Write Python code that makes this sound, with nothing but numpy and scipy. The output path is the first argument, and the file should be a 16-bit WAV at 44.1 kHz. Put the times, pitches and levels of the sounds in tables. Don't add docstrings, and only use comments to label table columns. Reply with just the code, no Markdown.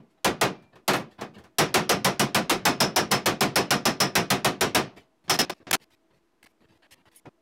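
import sys
import numpy as np
from scipy import signal
from scipy.fft import rfft, irfft, next_fast_len
from scipy.io import wavfile
from scipy.ndimage import uniform_filter1d

SR = 44100
rng = np.random.default_rng(int(sys.argv[2]) if len(sys.argv) > 2 else 0)


def makeup_ratio(level_db):
    decades = np.asarray(level_db, float) / 20
    return 10 ** decades


def master(y):
    cut = np.clip(np.atleast_2d(y).T, -1, 1)
    pcm = np.round(cut * 32767)
    wavfile.write(sys.argv[1], SR, pcm.astype(np.int16))


N = 326781


def evened(x):
    return x / np.sqrt(np.mean(x ** 2) + 1e-20)


def coloured(shape, source=None):
    size = next_fast_len(N)
    hz = np.fft.rfftfreq(size, 1 / SR)
    if source is None:
        source = rng.standard_normal(N)
    return evened(irfft(rfft(source, size) * shape(np.log(hz + 1)), size)[:N])


def blurred_tone(centre_hz, width):
    return coloured(lambda f: np.exp(-0.5 * ((f - np.log(centre_hz)) / width) ** 2))


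def clumped(clump_db):
    _, _, z = signal.stft(rng.standard_normal(N), nperseg=1024)
    clumps = uniform_filter1d(rng.standard_normal(z.shape), size=3, axis=0)
    clumps = uniform_filter1d(clumps, size=5, axis=1)
    return signal.istft(z * makeup_ratio(clump_db * evened(clumps)), nperseg=1024)[1][:N]


def add(mix, s, sound):
    part = mix[..., round(s * SR):][..., :sound.shape[-1]]
    part += sound[..., :part.shape[-1]]


def clock(length_s):
    return np.arange(0, length_s, 1 / SR)


def cut(t, fade=0.0016):
    return np.clip(np.minimum(t - t[0], t[-1] - t) / fade, 0, 1)


def rings(modes, t, extra_db, detune, rise):
    hz, db, t60 = np.transpose(modes)[:, :, None]
    t60 = np.minimum(t60, 0.125 + 150 / hz)
    size, tune, phase = rng.standard_normal((3, len(modes), 1))
    tones = np.sin(2 * np.pi * hz * (1 + detune * tune) * t + 3 * phase) * (1 - np.exp(-t / rise))
    scatter_db = 1.5 * size
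    return (makeup_ratio(db + extra_db[:, None] + scatter_db - 60 * t / t60) * tones).sum(0)


# (f/Hz, level/dB per Hz)
ROOM_SPECTRUM = [(18, -22.5), (30, -2.5), (81, -22.5), (129, -26), (331, -12), (572, -25.5), (800, -23),
                 (1300, -27.5), (13400, -47.5), (15300, -56)]
ROOM_DB = -69.5
# (f/Hz, relative width, level/dB rms)
FAN = [(331.3, 0.027, -77.5), (650, .012, -79.5), (1020, .01, -90)]


def shop():
    hz, db = np.transpose(ROOM_SPECTRUM)
    out = makeup_ratio(ROOM_DB) * coloured(lambda f: makeup_ratio(np.interp(f, np.log(hz + 1), db)))
    for tone_hz, width, tone_db in FAN:
        out += makeup_ratio(tone_db) * blurred_tone(tone_hz, width)
    return out


RUSTLE_EDGES = [60, 500, 1800, 5000, 15000]
# (t/s, thud level/dB, scrape level/dB, brightness/dB per band)
BRUSHES = [(0.093, -76, -74.5, -1), (0.168, -76, -75, -10), (0.618, -57, -80, -3), (0.722, -58, -68, -14),
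           (0.747, -55, -74, -5), (1.104, -56, -61, -5), (1.18, -44.5, -52, -12), (1.335, -60, -56, -7.5),
           (1.355, -43, -62, -17), (1.431, -51, -74, -6), (4.96, -49.5, -53, -5)]
# (t/s, length/s, thud level/dB, scrape level/dB, brightness/dB per band)
SCUFFS = [(5.239, 0.037, -62, -67.5, -3.5), (5.529, 0.069, -73, -69.5, -4), (5.6, 0.033, -52, -69, -12.5),
          (5.798, 0.026, -62, -66, -2.5), (5.814, 0.032, -59.5, -59.5, -1.5),
          (5.903, 0.049, -71.5, -67.5, 0), (6.103, 0.039, -66, -75.5, -10),
          (6.134, 0.055, -66.5, -76.5, -2), (6.427, 0.0083, -68, -53, -1), (6.437, 0.016, -61, -58.5, 2),
          (6.458, 0.017, -70, -56, -3.5), (6.471, .05, -77, -79, 5), (6.605, 0.055, -62, -70, -9),
          (6.685, 0.095, -68, -70.5, -4.5), (6.821, 0.05, -69, -65, -10.5), (6.908, 0.038, -66, -55, 3),
          (6.945, 0.03, -65, -74, -7), (6.973, 0.051, -61.5, -72, -7), (7.054, 0.039, -65, -63.5, -6.5),
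          (7.114, 0.063, -71.5, -66.5, 1), (7.147, 0.054, -81, -69.5, 11.5), (7.25, 0.034, -50.5, -80, -14)]
BRUSH_S, BRUSH_RISE_S, SCRAPE_HUMP_DB = 0.05, 0.013, 5.5


def handling():
    power = np.zeros((4, N))
    events = [(s, BRUSH_S, *rest, True) for s, *rest in BRUSHES]
    events += [(*row, False) for row in SCUFFS]
    for s, length, thud_db, scrape_db, bright_db, whole in events:
        t = clock(length + 0.15 * whole)
        dying_db = -60 * whole * np.maximum(t - 0.35 * length, 0) / 0.18
        shape = cut(t, fade=BRUSH_RISE_S if whole else 0.0025) * makeup_ratio(dying_db)
        side_db = scrape_db - SCRAPE_HUMP_DB
        db = np.array([thud_db, side_db - bright_db, scrape_db, side_db + bright_db])
        add(power, s, (makeup_ratio(db)[:, None] * shape) ** 2)
    source = clumped(clump_db=4.5)
    edges = np.log(RUSTLE_EDGES)
    bands = []
    for lo, hi in zip(edges, edges[1:]):
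        corners = [lo - 0.2, lo + 0.1, hi - 0.1, hi + 0.13]
        bands.append(coloured(lambda f: np.interp(f, corners, [0, 0.85, 0.34, 0]), source))
    grit = makeup_ratio(1.1 * evened(uniform_filter1d(rng.standard_normal(N), 150)))
    return (np.sqrt(power) * bands).sum(0) * evened(grit)


# (t/s, f/Hz, level/dB rms, t60/s)
BRACKET = (.42, 2370, -62, 1.3)


def bracket():
    s, hz, db, t60 = BRACKET
    out, t = np.zeros(N), clock(0.3)
    add(out, s, np.sqrt(2) * makeup_ratio(db - 60 * t / t60) * np.sin(2 * np.pi * hz * t) * cut(t, fade=0.02))
    return out


# (t/s, length/s, level/dB)
RULE_LIFT = (7.159, .04, -59)
# (f/Hz, level/dB, t60/s)
RULE_MODES = [(6600, -4, 0.15), (7520, -23, 4.4), (8700, 6.5, 0.11), (9450, 7, 0.11), (10070, 8, 0.16),
              (10460, 1, 0.26), (11000, 6, 0.2), (11420, -14, 0.14), (12000, 2, 0.14), (12840, 5, 0.092),
              (13900, -8, 0.51), (14980, 0, 0.084)]


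def rule():
    s, length, db = RULE_LIFT
    out, t = np.zeros(N), clock(length)
    add(out, s, rings(RULE_MODES, t, np.full(len(RULE_MODES), db), detune=0, rise=0.0008) * cut(t))
    return out


# (t/s, peak level/dB, panel boom level/dB)
HEAVY_BLOWS = [
    (0.246, -13.5, -5.5),
    (0.413, -12, -1.5),
    (0.8796, -14, 3.5),
]
# (t/s, peak level/dB, lower head ring level/dB, upper head ring level/dB, panel boom level/dB)
RUN = [(1.5851, -10.5, -8, -7, 2.5), (1.7426, -11, -16.5, -6, -19), (1.8937, -12.5, -7.5, -5.5, -14.5),
       (2.0465, -13, -9.5, -5, 3.5), (2.1958, -14, -9.5, -9, 8), (2.3468, -13.5, -13, -13.5, 3.5),
       (2.4966, -13.5, -15.5, -10, -18.5), (2.6535, -11, -5.5, -20, -3.5), (2.804, -13, 0.5, -3.5, 4.5),
       (2.9616, -12, -5.5, -1.5, -6.5), (3.1146, -13, -4, -14, 3.5), (3.2594, -14, -9.5, -14, 2),
       (3.4083, -13, -13, -12.5, 5.5), (3.5582, -12.5, -5, -10.5, 2), (3.707, -13.5, -5, -4, 5),
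       (3.8546, -14.5, -3.5, -3, 4), (4.003, -14, 0.5, -2.5, 4.5), (4.1542, -12.5, -8.5, -4, -4),
       (4.3036, -14, -12.5, -26.5, 5.5), (4.4465, -14.5, -37, -13.5, 1), (4.6101, -14.5, -14.5, -4, 0),
       (4.7482, -12, -13.5, -6, -3)]
# (t/s, strength level/dB, brightness/dB per octave)
BOUNCES = [
    (0.622, -60.5, -2),
    (0.755, -51, -3),
    (0.933, -20.5, -1.4),
    (0.959, -48, 4),
    (0.996, -41, -2.5),
    (1.21, -30, -3),
    (1.383, -52.5, -1),
    (1.438, -53, -1),
]
# (t/s, length/s, age of the blow at the cut/s, strength level/dB, head ring level/dB)
RINGING_SLICES = [
    (5.279, 0.024, 0.12, -11, -15),
    (5.296, 0.04, 0.0097, -14.5, 4),
    (5.336, 0.033, 0.028, -18.5, 2),
    (5.371, 0.022, 0.077, -18.5, -7),
    (5.389, 0.031, 0.012, -12.5, 5),
    (5.414, 0.039, 0.048, -13.5, 2.5),
    (5.454, 0.044, 0.13, -12.5, -19),
    (5.513, 0.025, 0.075, -19, 2),
    (5.668, 0.07, 0.11, -9.5, -6.5),
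]
# (t/s, length/s, age of the blow at the cut/s, strength level/dB, brightness/dB per octave)
FLAT_SLICES = [
    (0, .5, 0.11, -27.5, -3.5),
    (3.109, .011, 0.044, -23, 3),
    (5.496, 0.015, 0.0056, -24, -1.4),
    (5.71, 0.0066, 0.00092, -14, 1),
    (5.719, 0.012, 0.085, -24, -3),
    (5.729, 0.027, .008, -15, 3),
    (7.255, .038, .012, -43, -5),
    (5.754, .015, 0.03, -33, 2),
]
FLAT_RING_DB, BOUNCE_RING_DB, PART_BOOM_DB = -30, -34, -4.5
HEAVY_BRIGHTNESS, RUN_BRIGHTNESS, SLICE_BRIGHTNESS = -0.44, 0.24, 2.2
BOUNCE_S, LEAD_S = 0.35, 0.0012


def strikes():
    blows = [(s, db, HEAVY_BRIGHTNESS, FLAT_RING_DB, FLAT_RING_DB, boom_db) for s, db, boom_db in HEAVY_BLOWS]
    blows += [(s, db, RUN_BRIGHTNESS, *rest) for s, db, *rest in RUN]
    heard = np.minimum(np.diff([s for s, *_ in blows], append=np.inf), 0.6)
    out = [(s - LEAD_S, clock(length), *rest) for length, (s, *rest) in zip(heard, blows)]
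    parts = [(*row, SLICE_BRIGHTNESS, ring_db) for *row, ring_db in RINGING_SLICES]
    parts += [(*row, FLAT_RING_DB) for row in FLAT_SLICES]
    parts += [(s, BOUNCE_S, 0, db, tilt, BOUNCE_RING_DB) for s, db, tilt in BOUNCES]
    for s, length, age, db, tilt, ring_db in parts:
        out.append((s, age + clock(length), db, tilt, ring_db, ring_db - 3, PART_BOOM_DB))
    return out


# (f/Hz, relative width, level/dB, t60/s)
SHIMMER = [(5236, 0.026, -3, 0.17), (5660, 0.025, -6.5, .16)]


def head_shimmer():
    hz, width, db, t60 = np.transpose(SHIMMER)[:, :, None]
    power = np.zeros((len(SHIMMER), N))
    for s, t, blow_db, _, lower_db, upper_db, _ in strikes():
        ring_db = np.array([[lower_db], [upper_db]])
        add(power, s, (makeup_ratio(blow_db + db + ring_db - 60 * t / t60) * cut(t)) ** 2)
    bands = [blurred_tone(centre, spread) for centre, spread in zip(hz, width)]
    return (np.sqrt(power) * bands).sum(0)


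# (f/Hz, level/dB, t60/s)
PANEL = [(139.8, -0.4, 0.18), (195.6, 2, 0.16), (217.6, -8.5, 0.22), (327, -8.5, .25), (372, -1, 0.24),
         (646, -3, 0.2), (718, -1, .22), (798, 3, 0.14), (1002, 1, 0.14), (1186, -3.5, 0.2),
         (1447, -23.5, 0.14), (1640, -19.5, 0.15), (2221, -15.5, 0.3), (2510, -4, 0.3)]
# (f/Hz, level/dB, t60/s)
HEAD = [(5410, -5.5, 0.043), (5060, -0.5, 0.071), (5900, -7, 0.14), (5380, -6.5, 0.051),
        (5900, -8.5, 0.037), (11400, -5.5, 0.039)]
PANEL_DB = -7


def panel_and_head():
    out = np.zeros(N)
    is_boom = np.arange(len(PANEL)) < 3
    for s, t, blow_db, _, lower_db, upper_db, boom_db in strikes():
        panel = rings(PANEL, t, PANEL_DB + boom_db * is_boom, detune=0.016, rise=0.017)
        head = rings(HEAD, t, np.repeat([lower_db, upper_db], 3), detune=0.012, rise=0.003)
        add(out, s, makeup_ratio(blow_db) * (panel + head) * cut(t))
    return out


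# (f/Hz, level/dB, rise/s, t60/s, late tail level/dB, late t60/s)
SHEET = [(36, -17.5, 0.012, 0.25, -31, .5), (80, -22, 0.0094, 0.19, -27, 0.35),
         (172, -8.5, 0.02, 0.26, -10, 0.44), (306, -4, 0.014, 0.24, -19.5, 0.26),
         (706, -2.5, 0.0034, 0.16, -26.5, 0.52), (1270, -4, 0.0035, 0.18, -25.5, 0.4),
         (2500, -4, 0.0037, 0.14, -16.5, 0.29), (3840, -7, 0.001, 0.16, -19, 0.31),
         (7440, -12, 0.00025, 0.14, -30.5, 0.14), (11600, -11, 0.0008, .1, -36, 0.2)]
CRACK_DB, CRACK_T60_S = 4.5, 0.01


def sheet():
    hz, db, rise, t60, late_db, late_t60 = np.transpose(SHEET)[:, :, None]
    octaves = np.log2(np.maximum(hz, 400) / 1000)
    power = np.zeros((len(SHEET), N))
    for s, t, blow_db, tilt, *_ in strikes():
        fall = makeup_ratio(-60 * t / t60) ** 2 + makeup_ratio(late_db - 60 * t / late_t60) ** 2
        swell = (1 - np.exp(-t / rise)) ** 4
        crack = hz / 10000 * makeup_ratio(CRACK_DB - 60 * t / CRACK_T60_S) ** 2
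        level = makeup_ratio(blow_db + db + tilt * octaves) * cut(t)
        add(power, s, level ** 2 * (fall * swell + crack))
    source = clumped(clump_db=1.55)
    centres = np.log(np.concatenate([[20], hz[:, 0], [19000]]))
    bands = []
    for k in range(len(SHEET)):
        bands.append(coloured(lambda f: np.interp(f, centres[k:k + 3], [0, 1, 0]), source))
    return (np.sqrt(power) * bands).sum(0)


def scene():
    background = shop() + handling() + bracket() + rule()
    return (background + head_shimmer() + panel_and_head() + sheet())[None]


def below(x, hz):
    return signal.oaconvolve(x, signal.firwin(511, hz, window=("kaiser", 9), fs=SR)[None], "same")


def top_cut(x):
    return signal.sosfilt(signal.butter(12, 17050, fs=SR, output="sos"), x)


CEILING, KNEE = 0.16, 4.3
EDGE_HZ, ATTACK_EDGE_HZ, TOP_BAND_DB = 15900, 16950, -12
OFFSET = -0.0002


def record(dry):
    flat = dry / (1 + abs(dry / CEILING) ** KNEE) ** (1 / KNEE)
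    flat = signal.lfilter(*signal.butter(2, 80, "high", fs=SR), flat)
    power = abs(uniform_filter1d(flat ** 2, size=400))
    attack = power > 12 * np.roll(power, 400, axis=1) + 1e-5
    body = below(flat, EDGE_HZ)
    top = makeup_ratio(TOP_BAND_DB) * (flat - body) * uniform_filter1d(attack * 1.0, size=128)
    mix = below(body + top, ATTACK_EDGE_HZ) + OFFSET
    return top_cut(mix)


dry = scene()
out = record(dry)
master(out)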